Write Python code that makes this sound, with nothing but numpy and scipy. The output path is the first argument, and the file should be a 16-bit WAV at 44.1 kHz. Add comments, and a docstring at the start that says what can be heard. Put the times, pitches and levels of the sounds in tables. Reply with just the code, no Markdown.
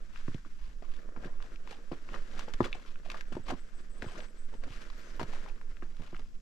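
"""Boots step down a forest trail of dirt, roots and needles, close to the two ports of a hand-held camera.
Heels thud as sinking tones on hollow soil, soles scuff in bursts of grains, twigs snap as damped modes.
Litter and clothes rustle between steps as swelling noise; far off a small bird repeats a thin buzzing note.
Other far birds slur and twitter; forest hush and low pressure swings of the swaying camera lie beneath."""
import sys
import numpy as np
from scipy import signal
from scipy.fft import rfft, irfft, next_fast_len
from scipy.io import wavfile
from scipy.ndimage import map_coordinates

SR = 44100
rng = np.random.default_rng(int(sys.argv[2]) if len(sys.argv) > 2 else 0)


def waveform_to_disk(signal):
    """Save audio, clipped to [-1, 1], as 16-bit WAV at the path in sys.argv[1]."""
    frames = np.transpose(np.atleast_2d(signal))
    scaled = np.clip(frames, -1, 1) * 32767
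    samples = np.round(scaled).astype(np.int16)
    wavfile.write(sys.argv[1], SR, samples)


N = 282681

# Boot landings, close by: (heel time [s], heel peak [dB], base pitch [Hz], sole peak [dB],
# weight peak [dB], crunch soil drive [dB], roll from heel to weight [s])
LANDINGS = [(0.283, -28.5, 166, -56, -47, -59, 0.031), (0.347, -29.5, 167, -68, -53, -58, 0.034),
            (0.46, -46.5, 285, -69, -64, -63, 0.045), (0.821, -49, 398, -58, -72, -52.5, 0.035),
            (1.161, -47.5, 480, -39, -57, -55, 0.027), (1.244, -61, 337, -36.5, -44, -68, 0.027),
            (1.916, -28.5, 312, -60, -62, -45, 0.03), (1.93, -35, 370, -56, -51, -47, 0.011),
            (2.481, -35.5, 557, -58, -69, -50, 0.05), (2.6048, -12, 427, -32.5, -30, -41.5, .0145),
            (3.321, -35, 292, -59, -37, -43.5, 0.031), (3.367, -26.5, 462, -44, -44, -55, 0.029),
            (3.522, -27.5, 330, -33, -56, -51, 0.0236), (4.025, -32.5, 503, -35, -35, -44, 0.04),
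            (4.537, -41.5, 517, -43, -55, -58, 0.029), (4.638, -44, 333, -45.5, -41.5, -52, 0.066),
            (5.196, -30.5, 335, -53, -52, -40, 0.012), (5.2124, -27.5, 413, -30, -36, -58, 0.024),
            (5.825, -39.5, 303, -49, -65, -51, 0.036), (5.996, -41, 162, -40, -49, -63, 0.028),
            (6.129, -38, 328, -54, -71, -52, 0.024), (6.192, -46, 463, -51, -76, -50.5, 0.026)]
HEEL_T60_S, SOLE_T60_S = 0.027, 0.039
HEEL_ROUGH, SOLE_ROUGH = .1, .7  # 0 smooth, 1 all uneven slips
SOLE_SHARE, SOLE_PITCH = .44, 0.783  # of the roll; of the heel's pitch
WEIGHT_BASE_HZ, WEIGHT_T60_S = 130, 0.043


def contacts():
    """Heel strikes, lower-pitched sole follows, weight pushes last: (s, peak dB, base Hz, t60 s, roughness)."""
    for s, heel_db, hz, sole_db, weight_db, _, roll in LANDINGS:
        yield s, heel_db, hz, HEEL_T60_S, HEEL_ROUGH
        yield s + SOLE_SHARE * roll, sole_db, hz * SOLE_PITCH, SOLE_T60_S, SOLE_ROUGH
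        yield s + roll, weight_db, WEIGHT_BASE_HZ, WEIGHT_T60_S, HEEL_ROUGH


# Root-laced ground under a boot: (mean mode pitch [Hz], strength before coupling [dB], t60 [s])
HOLLOW_MODES = [(161.8, -8, 0.076), (253.7, 0.5, 0.043), (330.8, -1, 0.038), (663, -2, 0.025),
                (935, 7, 0.034), (1350, 12, 0.012)]


def thuds(glide=2.03, settle_s=0.00092, sag=0.741, attack_s=0.0013, ring_db=-3, reach=1.36):
    """A boot loads the soil: its pitch sinks as the contact widens, and the hollow ground answers."""
    out, t = np.zeros(N), np.arange(SR // 6) / SR
    mode_hz, mode_db, mode_t60 = np.transpose(HOLLOW_MODES)[..., None]
    for s, db, hz, t60, rough in contacts():
        pitch = hz * (sag + glide * np.exp(-t / settle_s))
        carrier = tone(pitch)
        # the soil gives way unevenly
        unevenness = map_coordinates(rng.standard_normal(len(t)), [hz * t])
        slips = np.sqrt(2) * carrier * unevenness
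        push = ((1 - rough) * carrier + rough * slips) * amp(-60 * t / t60)
        # a soft contact wakes the low modes, a hard one the high modes
        coupling = 1 / (1 + (mode_hz / (reach * hz)) ** 4) / (1 + (.5 * hz / mode_hz) ** 2)
        # each spot of ground differs a little
        detune, strength_db = rng.normal([[[1]], [[0]]], [[[.05]], [[2]]], (2, len(HOLLOW_MODES), 1))
        decay = amp(mode_db + strength_db - 60 * t / mode_t60)
        ring = np.sum(coupling * decay * np.sin(2 * np.pi * mode_hz * detune * t), axis=0)
        blow = (push + amp(ring_db) * ring) * (1 - np.exp(-t / attack_s))
        add(out, s, amp(db) * blow / np.abs(blow).max())
    return np.array([out, out])


# Fine grit under the sole, also splinters: (frequency [Hz], density [dB per Hz])
GRIT_SPECTRUM = [(200, -45), (600, -45), (1000, 7), (1600, 5.5), (2800, 4), (5000, -3), (7000, -8),
                 (9500, -18), (12000, -22.5), (15000, -40)]
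# Yielding soil: (frequency [Hz], density [dB per Hz])
SOIL_SPECTRUM = [(40, 7.5), (100, -14), (160, 1), (310, 0), (480, -1), (680, -6), (800, -22), (950, -16),
                 (1200, -9.5), (1800, -11.5), (5000, -82)]


def scuffs(grit_db=-3.0, chip_db=-8.0):
    """Grit and chips crackle over yielding soil; crumbs break where both are worked. The sole catches and slips."""
    grit, soil = strokes()
    slips = unit(amp(3 * wobble(170)))
    crackle = amp(grit_db) * grains(GRIT_SPECTRUM, rate=1900, spread_db=2.5, rub=.7)
    chips = amp(chip_db) * crumbs(centre_hz=2883, cycles=8, spread_db=4.8, count=2800)
    crumble = grains(SOIL_SPECTRUM, rate=750, spread_db=1.5, rub=1.0)
    crunch = crumbs(centre_hz=1075, cycles=6.7, spread_db=5.0, count=2000)
    return grit * (slips * crackle + chips) + soil * crumble + np.sqrt(grit * soil) * slips * crunch


# The sole grinds over the ground: (peak time [s], rise [s], grit drive [dB], soil drive [dB])
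SCUFFS = [(.17, 0.085, -57.5, -99), (.64, 0.16, -60.5, -79), (.95, 0.18, -59.5, -79),
          (1.251, 0.086, -57, -46.5), (1.433, 0.083, -58.5, -59.5), (1.72, 0.08, -51.5, -58),
          (2.151, 0.079, -51.5, -45.5), (2.401, 0.12, -51, -51), (2.543, 0.0068, -55, -42),
          (2.654, 0.03, -39.5, -39.5), (2.753, 0.08, -55, -52.5), (2.871, 0.16, -57, -89),
          (3.058, 0.025, -53.5, -54), (3.112, 0.069, -53, -52.5), (3.172, 0.078, -52.5, -55),
          (3.501, 0.041, -40.5, -41), (4.07, 0.13, -54.5, -54.5), (4.172, 0.094, -51.5, -48.5),
          (4.541, 0.022, -59.5, -71), (4.642, 0.022, -53.5, -47), (4.729, 0.095, -53.5, -71),
          (5.22, 0.022, -46, -60), (5.331, 0.059, -53, -54), (5.462, 0.2, -61, -57.5),
          (6.034, 0.16, -59, -63), (6.16, 0.35, -62.5, -83)]
SCUFF_LINGER = 0.96  # fall time over rise time
CRUSH_RISE_S, CRUSH_FALL_S, CRUSH_GRIT_DB = 0.0033, 0.031, -7  # under a landing; grit over soil


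def strokes():
    """Grit and soil drive: scuffs and crushes under landings swell and fade by 20 dB over their rise and fall."""
    t, power = np.arange(N) / SR, np.zeros((2, N))
    slides = [(s, rise, SCUFF_LINGER * rise, grit, soil) for s, rise, grit, soil in SCUFFS]
    crushes = [(s + CRUSH_RISE_S, CRUSH_RISE_S, CRUSH_FALL_S, db + CRUSH_GRIT_DB, db)
               for s, *_, db, roll in LANDINGS]
    for s, rise, fall, grit, soil in slides + crushes:
        steepness = np.maximum((s - t) / rise, (t - s) / fall)
        stroke = amp(-20 * steepness.clip(0, 10))
        power += (amp([[grit], [soil]]) * stroke) ** 2
    return np.sqrt(power)


# Twigs and pebbles: (time [s], ring peak [dB], central pitch [Hz], splinters over the peak [dB])
SNAPS = [(0.159, -36.5, 1550, -35), (0.28, -38, 1300, -38), (0.344, -40.5, 2300, -10.5),
         (0.449, -43.5, 1290, -23), (1.163, -35.5, 1200, -42), (1.247, -39.5, 1540, -30),
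         (1.403, -41, 1400, -36), (1.559, -40.5, 2740, -19.5), (1.674, -37.5, 1050, -15.5),
         (2.089, -35.5, 1400, -30), (2.142, -26.5, 1400, -32), (2.16, -34.5, 1340, -24),
         (2.393, -31, 1220, -9), (2.537, -34.5, 1870, -5), (2.6052, -16, 890, -41), (2.642, -26, 1460, -33),
         (2.957, -41, 1560, -24), (3.101, -30.5, 2490, -10.5), (3.116, -39, 1230, -2),
         (3.144, -31.5, 1000, -21), (3.209, -29.5, 1770, -15), (3.352, -36, 1026, -14),
         (3.485, -36, 1040, -18), (3.501, -36, 794, -21), (3.506, -25.5, 790, -29),
         (3.513, -28.5, 834, -26), (4.022, -26.5, 1950, -20), (4.16, -44, 1280, -14),
         (4.204, -34.5, 2070, -17), (4.637, -42, 1970, -9), (4.676, -40.5, 630, -22),
         (4.901, -44, 1210, -5.5), (5.196, -29, 1050, -14), (5.2138, -36.5, 1300, -11),
         (5.23, -35.5, 640, -6.5), (5.334, -36.5, 1037, -35), (5.365, -40.5, 1070, -28),
         (5.461, -40, 1010, -33), (5.613, -41, 1340, -17), (5.769, -43, 2010, -34), (5.823, -39, 1400, -25),
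         (6.146, -35, 1500, -26), (6.165, -39, 2200, -17.5)]


def snaps(cycles=14, splinter_t60=0.027, dull=1.56):
    """A twig breaks or a pebble ticks: heavily damped modes around its pitch and a splintering tail."""
    out, t = np.zeros((2, N)), np.arange(SR // 16) / SR
    onset = 1 - np.exp(-(t / .0006) ** 2)
    for s, db, hz, splinter_db in SNAPS + ticks():
        modes = hz * np.geomspace(.85, 1.9, num=6)[:, None] * amp(rng.normal(0, .6, (6, 1)))
        # the phases differ a little between left and right
        phase = rng.uniform(0, 2 * np.pi, (6, 1)) + rng.normal(0, .55, (2, 6, 1))
        ring = np.sum((hz / modes) ** dull * np.sin(2 * np.pi * modes * t + phase), axis=1)
        ring = ring * onset * amp(-60 * t * hz / cycles)  # falls 60 dB in so many cycles
        splinters = stereo(rng.standard_normal((2, len(t))), GRIT_SPECTRUM)
        splinters = splinters * amp(splinter_db - 60 * t / splinter_t60)
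        add(out, s, amp(db) * (ring / np.abs(ring).max() + splinters))
    return out


TICKS_PER_S, TICK_HZ = 16, 1700  # median pitch
TICK_DB, TICK_SPREAD_DB = 8.5, 4  # typical peak over the stir drive


def ticks(splinter_db=-21, most=0.69):
    """Lesser twigs give way at random, louder in stirred litter: (s, peak dB, pitch Hz, splinters dB)."""
    s = rng.uniform(0, N / SR, int(TICKS_PER_S * N / SR))
    size, pitch = rng.standard_normal((len(s), 2)).T
    db = np.interp(s, *np.transpose(STIR)) + TICK_DB + TICK_SPREAD_DB * np.minimum(size, most)
    return [(*row, splinter_db) for row in zip(s, db, TICK_HZ * amp(2.2 * pitch))]


# Modes of a dry stick: (pitch [Hz], relative level [dB], t60 [s])
STICK_MODES = [(2340, -18, 0.044), (2560, 1.5, 0.0067), (3500, -3.5, 0.0058)]
# The stick is kicked and rebounds: (time [s], peak [dB])
CLACKS = [(2.729, -24.5), (2.734, -40.5)]


def stick(attack_s=0.00036):
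    """A dry stick rings briefly in a few damped modes at each clack."""
    out, t = np.zeros(N), np.arange(SR // 20) / SR
    ring = sum(amp(db - 60 * t / t60) * np.sin(2 * np.pi * hz * t) for hz, db, t60 in STICK_MODES)
    ring = ring * (1 - np.exp(-t / attack_s))
    for s, db in CLACKS:
        add(out, s, amp(db) * ring / np.abs(ring).max())
    return np.array([out, out])


# Needles and cloth: (frequency [Hz], density [dB per Hz])
LITTER_SPECTRUM = [(300, -39), (800, -11), (1500, 3), (2600, -5.5), (4000, -9), (7200, -14), (9700, -25),
                   (12000, -29.5), (15000, -47)]
# How hard the litter is stirred: (time [s], drive [dB])
STIR = [(0.0, -65), (0.36, -59.5), (0.6, -69.5), (1.11, -72), (1.3, -65), (1.62, -65.5), (2.09, -56),
        (2.61, -58.5), (2.98, -72), (3.28, -61), (3.66, -64), (3.97, -65.5), (4.14, -56.5), (4.32, -65),
        (4.6, -64), (4.8, -58), (5.39, -57), (5.62, -67.5), (6.09, -70), (6.28, -88)]
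# Dull shifting of the soil: (time [s], drive [dB])
DULL = [(0.0, -63.5), (.42, -71), (0.58, -73.5), (1.0, -59.5), (1.5, -60.5), (1.86, -59.5), (2.55, -57),
        (3.0, -64.5), (3.27, -63.5), (4.3, -62), (4.46, -66.5), (4.7, -60), (5.34, -53.5), (5.6, -62.5),
        (5.96, -69), (6.41, -70)]


def rustle(grit_db=-4.5, crunch_db=-14.5, swell_db=1.96):
    """Needles and cloth shift in small clumps as the weight moves; a few crumbs give way."""
    (stir,), (soil,) = curves(STIR), curves(DULL)
    stir = stir + swell_db * wobble(9)
    clumps = wobble(45)
    fine = amp(stir + grit_db + 2.26 * clumps) * grains(LITTER_SPECTRUM, rate=1100, spread_db=2.0, rub=1.63)
    dull = amp(soil + 1.94 * clumps) * grains(SOIL_SPECTRUM, rate=200, spread_db=3.0, rub=1.0)
    coarse = amp(2.5 * clumps) * crumbs(centre_hz=1500, cycles=3.2, spread_db=4.2, count=1200)
    return fine + dull + amp((soil + stir) / 2 + crunch_db) * coarse


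def grains(spectrum, rate, spread_db, rub):
    """Tiny fractures of uneven size, rate a second, on top of smooth rubbing."""
    sizes = amp(spread_db * np.minimum(rng.exponential(size=N), 4))
    sizes = sizes * (rng.random(N) < rate / SR)
    fractures = unit(sizes * rng.standard_normal((2, N)))
    return stereo(fractures + rub * rng.standard_normal((2, N)), spectrum)


def crumbs(centre_hz, cycles, spread_db, count):
    """Coarse bits that break one by one, each with its own pitch, size and side; rms 1."""
    start = rng.integers(N, size=count)
    pitch, lean = rng.standard_normal((2, count, 1))
    size = amp(spread_db * np.minimum(rng.exponential(size=(count, 1)), 3))
    k = np.arange(SR // 70)
    turns = centre_hz * np.exp(.5 * pitch.clip(-2, 2)) * k / SR
    bits = size * np.sin(2 * np.pi * turns) * turns * np.exp(-4 * turns / cycles)
    place = (start[:, None] + k).ravel()
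    sides = [np.bincount(place, (bits * amp(side * lean)).ravel(), N)[:N] for side in (3, -3)]
    return unit(np.array(sides))


# A far bird's note: (mean whistle [Hz], mean start of the buzz [Hz], flutter scale [Hz])
BUZZ = (7860, 8120, 340)
# Its evenly spaced notes, one column: (drive [dB])
NOTES_DB = [-78, -77, -76, -74, -70.5, -71.5, -72.5, -71, -77]
SONG_START_S, NOTE_PERIOD_S = 3.272, .155
SONG_PEAK_S, SONG_SWELL_S, SONG_FADE_S = 4.17, 0.68, 0.36  # effort swells and fades
BUZZ_RISE_HZ = 1000  # at full effort


def bird(buzz=0.7, length_s=.115):
    """Each note is a thin whistle under a buzz that rises with effort. The trees smear the notes."""
    out, t = np.zeros((2, N)), np.arange(int(length_s * SR)) / SR
    whistle_hz, buzz_hz, flutter_hz = BUZZ
    shape = signal.windows.tukey(len(t), .2) * (1 - t / length_s / 2)
    for k, db in enumerate(NOTES_DB):
        s = SONG_START_S + NOTE_PERIOD_S * k
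        effort = np.exp(-max((SONG_PEAK_S - s) / SONG_SWELL_S, (s - SONG_PEAK_S) / SONG_FADE_S) ** 2)
        flutter = flutter_hz * wobble(1200)[:len(t)]
        rise = BUZZ_RISE_HZ * effort ** 2 * t / length_s
        note = tone(whistle_hz + flutter / 2) + buzz * tone(buzz_hz + rise + flutter)
        note = note * amp(4 * wobble(70)[:len(t)])
        add(out, s, amp(db) * unit(note * shape))
    return (out + trees(out, t60=.07)) / np.sqrt(2)


# Far birds' thin slurs: (time [s], length [s], middle pitch [Hz], rise of the ends [Hz],
# centre level [dB], left over right [dB])
CHIRPS = [(4.965, .058, 12000, 750, -75, 4), (5.145, .075, 12050, 600, -79, 4),
          (5.02, .115, 6200, -380, -70, -9)]
# A blurred twitter: (time [s], length [s], mean pitch [Hz], swing scale [Hz],
# level before the trees [dB], left over right [dB])
WARBLE = (4.85, .36, 5400, 600, -71, -9)


def far_calls():
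    """Two very high dipping calls on the left; on the right a twitter with one arched whistle."""
    slurs, twitter = np.zeros((2, 2, N))
    sides = lambda lean_db: amp([[lean_db / 2], [-lean_db / 2]])
    for s, span, hz, bend_hz, db, lean_db in CHIRPS:
        u = np.linspace(-1, 1, int(span * SR))
        call = tone(hz + bend_hz * np.abs(u) ** 1.5) * (1 - u * u)
        add(slurs, s, amp(db) * sides(lean_db) * call)
    s, span, hz, swing_hz, db, lean_db = WARBLE
    swing = wobble(110)[:int(span * SR)]
    warble = tone(hz + swing_hz * swing) * signal.windows.tukey(len(swing), .5)
    add(twitter, s, amp(db) * sides(lean_db) * warble)
    return slurs + trees(twitter, t60=.15)


# What the trunks throw back: (frequency [Hz], relative level [dB])
SCATTER = [(80, 5.5), (300, -4), (1000, 1.5), (8000, -2)]


def trees(x, t60):
    """Trunks scatter a thin decaying tail of sound; the direct sound is left out."""
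    t = np.arange(SR // 2) / SR
    tail = stereo(rng.standard_normal((2, len(t))), SCATTER) * amp(-60 * t / t60)
    return signal.fftconvolve(x, tail / np.linalg.norm(tail[0]), axes=1)[:, :N]


# Hush of the forest: (frequency [Hz], density [dB per Hz])
FOREST_SPECTRUM = [(40, 7), (90, -15.5), (200, 2.5), (400, -14.5), (800, -21), (1500, -31), (3000, -35),
                   (5200, -21.5), (7500, -24), (10000, -39), (12000, -31.5), (15000, -73)]
# Pressure swings at the ports: (frequency [Hz], density [dB per Hz])
SWAY_SPECTRUM = [(2, -24), (5, -6), (9, -1.5), (14, -7), (22, -14.5), (35, -28.5), (55, -39.5), (100, -48),
                 (250, -93.5)]
# One puff of air on the ports: (time [s], half width to 1/e [s], level [dB])
GUST = (0.665, 0.04, -41)
# Colour of the puff: (frequency [Hz], density [dB per Hz])
GUST_SPECTRUM = [(12, -5), (28, 8), (42, 10), (62, -4), (200, -65)]


def air(forest_db=-64.0, sway_db=-36.0, drift_db=1):
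    """The hush of the forest, slow pressure swings as the camera sways, and one puff of air."""
    t = np.arange(N) / SR
    s, width, gust_db = GUST
    sway = amp(sway_db + drift_db * wobble(3.06)) * stereo(rng.standard_normal((2, N)), SWAY_SPECTRUM)
    puff = np.exp(-((t - s) / width) ** 2)
    gust = amp(gust_db) * puff * stereo(rng.standard_normal((2, N)), GUST_SPECTRUM)
    hush = amp(forest_db) * stereo(rng.standard_normal((2, N)), FOREST_SPECTRUM)
    ease = signal.windows.tukey(N, .01)  # brief fade at both ends
    return ease * sway + gust + hush


# Likeness of left and right: (frequency [Hz], likeness [0-1])
ALIKE = [(100, 0.95), (350, 0.68), (1000, 0.077), (4000, 0.31), (12000, 0.96)]


def stereo(pair, spectrum):
    """Two unrelated signals become a coloured left and right, most alike in the bass and top treble; mid has rms 1."""
    turn = lambda hz: np.arccos(np.clip(along(ALIKE, hz), -1, 1)) / 2
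    split = lambda hz: amp(along(spectrum, hz)) * [np.cos(turn(hz)), np.sin(turn(hz))]
    mid, side = filtered(pair, split)
    return np.array([mid + side, mid - side]) / np.std(mid)


def tone(hz):
    """A sine that follows a pitch curve."""
    return np.sin(2 * np.pi * np.cumsum(hz) / SR)


def wobble(rate):
    """A smooth random curve, rate knots a second."""
    return map_coordinates(rng.standard_normal(int(N * rate / SR) + 4), [np.arange(N) * rate / SR])


def filtered(x, response):
    """x times a complex response of frequency."""
    size = x.shape[-1]
    m = next_fast_len(size + size // 4)
    return irfft(rfft(x, m) * response(np.fft.rfftfreq(m, 1 / SR)), m)[..., :size]


def add(track, s, sound):
    """Mix a sound into the track at time s."""
    part = track[..., max(round(s * SR), 0):][..., :sound.shape[-1]]
    part += sound[..., :part.shape[-1]]


def along(points, hz):
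    """Interpolate (Hz, value) points on a log frequency axis."""
    f, v = np.transpose(points)
    return np.interp(np.log(hz + 1), np.log(f + 1), v)


def curves(rows):
    """One value per sample for each column after the time."""
    s, *cols = np.transpose(rows)
    return [np.interp(np.arange(N) / SR, s, c) for c in cols]


def amp(db):
    """Decibels to an amplitude factor."""
    return 10 ** (np.asarray(db) / 20)


def unit(x):
    """Scale to rms 1."""
    return x / np.sqrt(np.mean(x ** 2) + 1e-20)


def scene():
    """Steps close by and their scatter from the trees, with the woods around them."""
    steps = thuds() + snaps() + stick() + scuffs()
    return steps + amp(-13.0) * trees(steps, t60=0.17) + rustle() + bird() + far_calls() + air()


# Colour of the two ports: (frequency [Hz], left over right [dB])
PORTS = [(15, -5.5), (60, -1.5), (200, -1.3), (370, 2), (680, 4.5), (1200, 6.5), (2300, 6), (4200, 2),
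         (7800, 2), (11500, 12.5), (14500, 32)]
# Phase between the ports: (frequency [Hz], lead of the left [rad])
PORT_PHASE = [(500, -0.042), (1400, -1.03), (2200, -1.2), (4000, 1), (7000, -1.17)]
TOP_HZ = 14750


def record(dry):
    """The two microphone ports differ in colour and phase; nothing passes above the band limit."""
    def ports(hz):
        lean = amp(along(PORTS, hz))
        turn = np.exp(.5j * along(PORT_PHASE, hz))
        return np.array([2 * lean * turn, 2 / turn]) / (1 + lean) * (hz < TOP_HZ)
    return filtered(dry, ports)


dry = scene()
out = record(dry)
waveform_to_disk(out)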